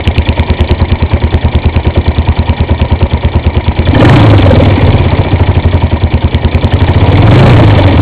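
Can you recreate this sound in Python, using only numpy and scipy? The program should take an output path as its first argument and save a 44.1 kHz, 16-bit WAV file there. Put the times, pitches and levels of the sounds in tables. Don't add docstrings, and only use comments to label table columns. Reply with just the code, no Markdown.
import sys
import numpy as np
from scipy import signal
from scipy.fft import rfft, irfft
from scipy.io import wavfile

SR = 44100
rng = np.random.default_rng(int(sys.argv[2]) if len(sys.argv) > 2 else 0)


def to_wav(s):
    ch = np.atleast_2d(s).T
    pcm = np.round(np.clip(ch, -1, 1) * 32767)
    wavfile.write(sys.argv[1], SR, pcm.astype(np.int16))


N = 353241


def from_db(db):
    return 10 ** (np.asarray(db) / 20)


def rms_one(x):
    return x / np.sqrt(np.mean(x ** 2) + 1e-20)


def curve(rows, s):
    return np.interp(s, *np.transpose(rows))


def resonance(x, hz, width_hz):
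    r = np.exp(-np.pi * width_hz / SR)
    peak = [1, -2 * r * np.cos(2 * np.pi * hz / SR), r * r]
    return signal.lfilter(np.array([1, 0, -1]) * (1 - r * r) / 2, peak, x)


def through(x, modes):
    total = 0
    for k, (hz, width_hz, level_db) in enumerate(modes):
        total = total + (-1) ** k * from_db(level_db) * resonance(x, hz, width_hz)
    return rms_one(total)


def strike(modes, s, blow_db):
    spread_db = 3
    chance, out = rng.standard_normal((len(s), len(modes))), 0
    for k, (hz, level_db, t60) in enumerate(modes):
        blows = np.full(N, 1e-18)
        blows[(s * SR).astype(int)] = from_db(blow_db + level_db + spread_db * chance[:, k])
        r, w = from_db(-60 / (t60 * SR)), 2 * np.pi * hz / SR
        out = out + signal.lfilter([0, np.sin(w)], [1, -2 * r * np.cos(w), r * r], blows)
    return out


def gritty():
    grain_db = 1.0
    grains = from_db(grain_db * np.minimum(rng.exponential(1, N), 5))
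    return rms_one(rng.standard_normal(N) * grains)


# (time [s], cycle length [ms])
CYCLE_LENGTH = [(-0.034, 105.1), (0.07, 107.35), (0.76, 104.08), (1.444, 104.44), (1.757, 106.75),
                (2.181, 102.88), (3.352, 108.73), (3.461, 103.45), (3.676, 109.49), (3.786, 96.56),
                (4.013, 44.56), (4.135, 32.84), (4.434, 43.69), (5.126, 63.81), (5.256, 72.47),
                (6.033, 103.91), (6.442, 100.57), (6.64, 92.96), (6.815, 72.81), (7.281, 42.64),
                (7.473, 32.23), (8.0, 49.51)]
IDLE_MS = 105


def speed_db(s):
    return 20 * np.log10(IDLE_MS / curve(CYCLE_LENGTH, s))


# (time [s], added thump level [dB], delay of the next firing [ms], added crack level [dB])
UNEVEN_FIRINGS = [(.708, 0, 0, 3), (.809, 0, 0, -2), (1.02, -1.4, 6, 0), (1.338, 0, 0, 5),
                  (1.444, 0, 0, -3), (1.757, 0, 0, 4), (2.49, -2.1, 6, 0), (2.811, 0, 0, 6),
                  (3.131, -1.2, 6, 0), (3.565, -.8, 6, 0), (3.676, 0, 0, 4), (3.786, 0, 0, 5),
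                  (4.135, 3, 0, 0), (4.169, -5, 0, 0), (4.392, -15, 0, 0), (4.569, 5, 0, 0),
                  (4.663, -3, 0, -3), (4.715, -6, 6, -3), (4.778, -16, 0, 0), (5.058, -5.5, 6, 0),
                  (5.126, -4.5, 0, -5), (5.256, -13, 0, -8), (5.33, 0, 0, 7), (5.928, -4.4, 6, 0),
                  (7.806, -15, 0, -4), (7.846, 3, 0, 0), (7.89, -13, 0, 0), (7.935, -13, 0, 0)]
# (time [s], load [0 at idle, 1 at throttle wide open])
THROTTLE_LOAD = [(0, 0), (3.7, 0.04), (3.8, 0.08), (3.96, 0.23), (4.05, 0.92), (4.175, 1), (4.195, 0.16),
                 (4.4, 0), (4.78, 0), (4.83, .22), (5.03, 0.05), (5.2, 0.31), (5.74, 0.24), (5.93, 0.08),
                 (6.45, 0.1), (6.55, 0.22), (6.85, 0.28), (6.96, 0.17), (7.28, 0.54), (7.33, 0.86),
                 (7.51, 0.95), (7.535, 0.21), (7.76, -.15), (8.01, 0.26)]
# (time [s], level [dB])
CRACK_LEVEL = [(0, 1.5), (.7, -4.5), (1.2, -11), (3.8, -10.5), (4, -10.5), (5.3, -22.5), (5.9, -12.5),
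               (6.25, -9.5), (6.4, -4), (6.75, -4.5), (6.95, -11.5), (7.2, -21), (7.4, -12), (8, -19)]
FIRST_FIRING_S = -.0344
HEAT_PER_FIRING_HZ, HEAT_LOAD = .017, .3
THUMP_LOAD_DB, THUMP_SPEED_DB, THUMP_SPREAD_DB = 1, 0.31, 0.57
LINGER_IDLE_DB, LINGER_TOP_DB, LINGER_FROM_DB, LINGER_PER_DB, LINGER_SPREAD_DB = -18, -6, 5, 5.5, 3
CRACK_SPREAD_DB = 1.5


def firings():
    odd_s, odd_thump_db, late_ms, odd_crack_db = np.transpose(UNEVEN_FIRINGS)
    s, extra = [FIRST_FIRING_S], []
    while s[-1] < N / SR:
        odd = np.abs(odd_s - s[-1]) < .012
        extra.append((odd @ odd_thump_db, odd @ odd_crack_db))
        s.append(s[-1] + (curve(CYCLE_LENGTH, s[-1]) + odd @ late_ms) / 1000)
    s = np.array(s[:-1])
    extra_thump, extra_crack = np.transpose(extra)
    speed, load = speed_db(s), curve(THROTTLE_LOAD, s)
    chance = rng.standard_normal((len(s), 3)).T

    rate_above_idle = 1000 * (1 / curve(CYCLE_LENGTH, s) - 1 / IDLE_MS)
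    heat = 1 + HEAT_PER_FIRING_HZ * rate_above_idle + HEAT_LOAD * load
    thump = extra_thump + THUMP_LOAD_DB * load + THUMP_SPEED_DB * speed + THUMP_SPREAD_DB * chance[0]
    linger = LINGER_IDLE_DB + LINGER_PER_DB * (speed - LINGER_FROM_DB)
    linger = np.clip(linger, LINGER_IDLE_DB, LINGER_TOP_DB) + LINGER_SPREAD_DB * chance[1]
    crack = curve(CRACK_LEVEL, s) + extra_crack + CRACK_SPREAD_DB * chance[2]
    return np.transpose([s, thump, heat, linger, crack])


def cycles(fired):
    at = fired[:, 0]
    at = np.append(at, 2 * at[-1] - at[-2])
    return np.interp(np.arange(N) / SR, at, np.arange(len(at)))


def since(turn, start):
    spread_db = 1.3
    passed = turn - start + 1
    gains = from_db(spread_db * rng.standard_normal(int(turn[-1]) + 3))
    return passed % 1, gains[passed.astype(int)]


def swell(turn, start, length):
    share, chance = since(turn, start)
    return chance * np.sin(np.pi * np.minimum(share / length, 1)) ** 2


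# (frequency [Hz], height with polarity [linear], t60 [s])
PIPE_MODES = [(70.7, -4.3, .067), (84.8, 5.0, .066), (120.6, .49, .183), (218.8, 3.95, .048),
              (209.8, -5.0, .03)]
LINGER_HZ, LINGER_DELAY_S, LINGER_T60_S = 84, .025, .3
CRACK_DELAY_S, CRACK_S, CRACK_LOW_HZ, CRACK_HIGH_HZ = .0025, 0.0037, 2010, 4200
CRACK_HEAT_DB, HOT_CHARGE_DB = 3, 8.5


def exhaust(fired):
    out, hiss = np.zeros(N), rng.standard_normal(N)
    band = signal.butter(2, [CRACK_LOW_HZ, CRACK_HIGH_HZ], "band", fs=SR, output="sos")
    hiss = rms_one(signal.sosfilt(band, hiss))
    for s, thump_db, heat, linger_db, crack_db in fired:
        n = np.arange(max(int(s * SR) + 1, 0), min(int(s * SR) + SR // 4, N))
        t = n / SR - s
        thump = 0
        for hz, height, t60 in PIPE_MODES:
            thump = thump + height * from_db(-60 * t * heat / t60) * np.sin(2 * np.pi * hz * heat * t)
        late = np.maximum(t * heat - LINGER_DELAY_S, 0)
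        linger = from_db(linger_db - 60 * late / LINGER_T60_S) * np.sin(2 * np.pi * LINGER_HZ * late)
        crack = np.sin(np.pi * np.clip((t - CRACK_DELAY_S) / CRACK_S, 0, 1)) ** 2 * hiss[n]
        crack = crack / np.max(np.abs(crack) + 1e-9)
        out[n] += from_db(HOT_CHARGE_DB * (heat - 1)) * (from_db(thump_db) * thump + linger)
        out[n] += from_db(crack_db + CRACK_HEAT_DB * heat) * crack
    return out


# (frequency [Hz], relative density [dB per Hz])
WHIRR_COLOUR = [(24, -27.5), (40, -11.5), (88, -2.5), (167, -13.5), (239, -18), (292, -16), (365, -17),
                (708, -21.5), (957, -20), (1290, -36), (2320, -43.5), (3750, -61), (4870, -51.5),
                (6330, -81), (10700, -120)]


def whirr():
    hz = np.maximum(np.fft.rfftfreq(N, 1 / SR), 1)
    colour_hz, colour_db = np.transpose(WHIRR_COLOUR)
    colour = np.interp(np.log(hz), np.log(colour_hz), colour_db)
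    return rms_one(irfft(rfft(rng.standard_normal(N)) * from_db(colour), N))


# (place after firing [share of cycle], relative level [dB],
# decay by 20 dB at idle [cycles], body frequency [Hz], body width [Hz])
VALVE_CONTACTS = [(0.118, -3.5, 0.14, 2293, 414), (.33, -11.5, 0.16, 1910, 201.3),
                  (0.372, -1.5, 0.24, 2150, 298), (0.391, -3, 0.2, 3480, 914),
                  (.69, -2.5, 0.09, 3660, 1223), (.7, -1.5, 0.34, 3424, 202), (0.721, -7, 0.36, 4520, 300),
                  (0.769, -0.5, 0.57, 2324, 242), (0.831, -3.5, 0.37, 1868, 198),
                  (0.802, -2.5, 0.25, 3030, 507)]
TICK_DB = 20
RATTLE_BLUR = .5


def valve_gear(turn):
    out, stretch = 0, from_db(RATTLE_BLUR * speed_db(np.arange(N) / SR))
    for start, level_db, decay, hz, width_hz in VALVE_CONTACTS:
        share, chance = since(turn, start)
        tick = from_db(TICK_DB) * (np.diff(share, prepend=0) < 0)
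        rattle = from_db(-20 * share / (decay * stretch)) * gritty()
        burst = chance * (tick + rattle)
        body = resonance(resonance(burst, hz, 2 * width_hz), hz, width_hz)
        out = out + from_db(level_db) * rms_one(body)
    return rms_one(out)


# (frequency [Hz], width [Hz], relative level [dB])
FIN_MODES = [(1853, 76, 0.5), (2328, 66, 2.5), (2983, 210, -5.5), (3300, 160, -10.5), (3624, 110, -9.5),
             (4250, 17, -8.5), (4930, 91, -0.5)]


def fins():
    return through(gritty(), FIN_MODES)


# (start [share of cycle], length [share of cycle], relative level [dB])
AIR_GULPS = [(0.049, 0.16, -2.5), (0.222, 0.23, -3.5), (0.499, 0.12, -15), (0.759, 0.27, -2.5)]
# (frequency [Hz], width [Hz], relative level [dB])
INTAKE_MODES = [(326, 116, 0), (567.7, 66, 4), (640, 262, -3), (957, 45, 3.5), (1007, 117, -8.5)]


def intake(turn):
    flow = sum(from_db(level_db) * swell(turn, start, length) for start, length, level_db in AIR_GULPS)
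    return through(flow * rng.standard_normal(N), INTAKE_MODES)


# (frequency [Hz], width [Hz], relative level [dB])
THROAT_MODES = [(284.8, 26, 11.5), (555, 15, -5.5), (786, 150, -4.5), (1770, 54, -15.5), (2240, 290, -13),
                (3200, 52, -29.5), (3580, 330, -31)]
ROAR_START, ROAR_LENGTH = 0.5, 0.79


def roar(turn):
    flow = swell(turn, ROAR_START, ROAR_LENGTH) + 1.4
    return through(flow * rng.standard_normal(N), THROAT_MODES)


# (frequency [Hz], relative level [dB], t60 [s])
SHELL_MODES = [(33.8, -14.5, 0.21), (235.3, -18.5, 0.3), (354.3, -9, 0.084), (551.8, -23, 0.21),
               (656.6, -25, 0.28), (954.5, -23, 0.15)]


def shell(fired):
    return strike(SHELL_MODES, fired[1:, 0], fired[1:, 1])


# (time [s], blow level [dB])
KNOCK_BLOWS = [(3.8722, -2), (3.95, 3.5), (4.008, 9), (4.0496, 12), (4.0947, 12), (4.159, 1), (4.1936, -3),
               (6.723, -3), (6.885, -3), (7.305, -1), (7.35, -4), (7.391, 2), (7.4337, 1), (7.46, 0),
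               (7.494, 1), (7.705, 1), (7.7843, 4), (7.872, 0)]
# (frequency [Hz], relative level [dB], t60 [s])
HEAD_MODES = [(1798, -9.5, 0.03), (2360, -23.5, 0.012), (3030, -18.5, 0.043)]


def knocks():
    return strike(HEAD_MODES, *np.transpose(KNOCK_BLOWS))


# (time of the peak [s], frequency [Hz], peak level [dB])
LOUD_HONKS = [(3.935, 278, -1), (3.971, 540, 0), (3.998, 282, 6), (4.027, 553, 8), (4.047, 302, 7.5),
              (4.175, 290, 5.5), (4.244, 300, 10.5), (4.276, 294, 0), (4.337, 564, 4.5), (4.337, 338, 4.5),
              (4.465, 568, 1), (4.511, 524, 3), (4.533, 244, 12.5), (4.603, 533, 0), (4.626, 251, 7.5),
              (7.36, 295, -2), (7.48, 510, 9), (7.513, 510, 7.5), (7.597, 605, 1), (7.633, 298, 4),
              (7.793, 580, -2.5), (7.88, 570, -4.5), (7.992, 280, 7)]
# (place after firing [share of cycle], frequency at idle [Hz],
# rise of frequency [Hz per firing Hz], level before spread [dB])
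FAINT_HONKS = [(.13, 215, 4.2, -4.5), (.7, 442, 7.7, -13)]
HONK_FROM_DB = 5
HONK_SPREAD_DB, HONK_SPREAD_HZ = 4, 11
HONK_RISE_S, HONK_FALL_S = 0.0047, 0.0067


def honk_rows(fired):
    s, length = fired[:-1, 0], np.diff(fired[:, 0])
    rows = list(LOUD_HONKS)
    for share, hz, hz_per_rate, level_db in FAINT_HONKS:
        chance = rng.standard_normal((len(s), 2)).T
        pitch = hz + hz_per_rate * (1 / length - 1000 / IDLE_MS) + HONK_SPREAD_HZ * chance[0]
        slow_db = 20 * np.minimum(speed_db(s) - HONK_FROM_DB, 0)
        level = level_db + HONK_SPREAD_DB * chance[1] + slow_db
        rows += list(zip(s + share * length, pitch, level))[1:]
    return rows


def honks(fired):
    out = np.zeros(N)
    for s, hz, level_db in honk_rows(fired):
        n = np.arange(int(s * SR) - SR // 40, min(int(s * SR) + SR // 20, N))
        t = n / SR - s
        shape = np.exp(-(t / np.where(t < 0, HONK_RISE_S, HONK_FALL_S)) ** 2)
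        out[n] += from_db(level_db) * shape * np.sin(2 * np.pi * (hz * t + rng.random()))
    return out


# (time [s], change of valve gear and fins [dB])
NEAR_HEAD_LEVEL = [(0, 2.5), (.5, 2), (1.1, 0.4), (8, -0.6)]
# (dB at idle, dB per dB of speed, dB added at full load)
GEAR, GULP, THROAT, DRIVE = (-28, 0.87, 1.5), (-22, 0.61, 6.1), (-31, 1.97, 6.6), (-19.5, 1.395, 1.8)
FINS_DB = -3.5
LOAD_FADE_S = 0.12


def scene():
    t, fired = np.arange(N) / SR, firings()
    turn, speed = cycles(fired), speed_db(t)
    calm = np.exp(-1 / (LOAD_FADE_S * SR))
    load = curve(THROTTLE_LOAD, t)
    load = np.maximum(load, signal.lfilter([1 - calm], [1, -calm], load))

    def follow(layer):
        idle_db, per_db, load_db = layer
        return from_db(idle_db + per_db * speed + load_db * load)

    out = exhaust(fired) + follow(DRIVE) * whirr()
    head = valve_gear(turn) + from_db(FINS_DB) * fins()
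    out += follow(GEAR) * from_db(curve(NEAR_HEAD_LEVEL, t)) * head
    out += follow(GULP) * intake(turn) + follow(THROAT) * roar(turn)
    out += shell(fired) + knocks() + honks(fired)
    return out[None]


MIC_BASS_HZ, MIC_TOP_HZ, SAMPLER_HZ, CUTOFF_HZ = 10, 3720, 5700, 16000
INPUT_TOP, REPLAY_TOP, OFFSET = .95, .974, .003
HISS_DB = -80


def record(dry):
    x = signal.sosfilt(signal.butter(4, MIC_TOP_HZ, fs=SR, output="sos"), dry)
    x = signal.sosfilt(signal.butter(1, MIC_BASS_HZ, "high", fs=SR, output="sos"), x)
    x = np.clip(x, -INPUT_TOP, INPUT_TOP)
    x = signal.sosfilt(signal.cheby2(14, 85, SAMPLER_HZ, fs=SR, output="sos"), x)
    x = np.clip(x + OFFSET, -REPLAY_TOP, REPLAY_TOP)
    x = x + from_db(HISS_DB) * rng.standard_normal(x.shape)
    return signal.sosfilt(signal.cheby2(12, 70, CUTOFF_HZ, fs=SR, output="sos"), x)


dry = scene()
out = record(dry)
to_wav(out)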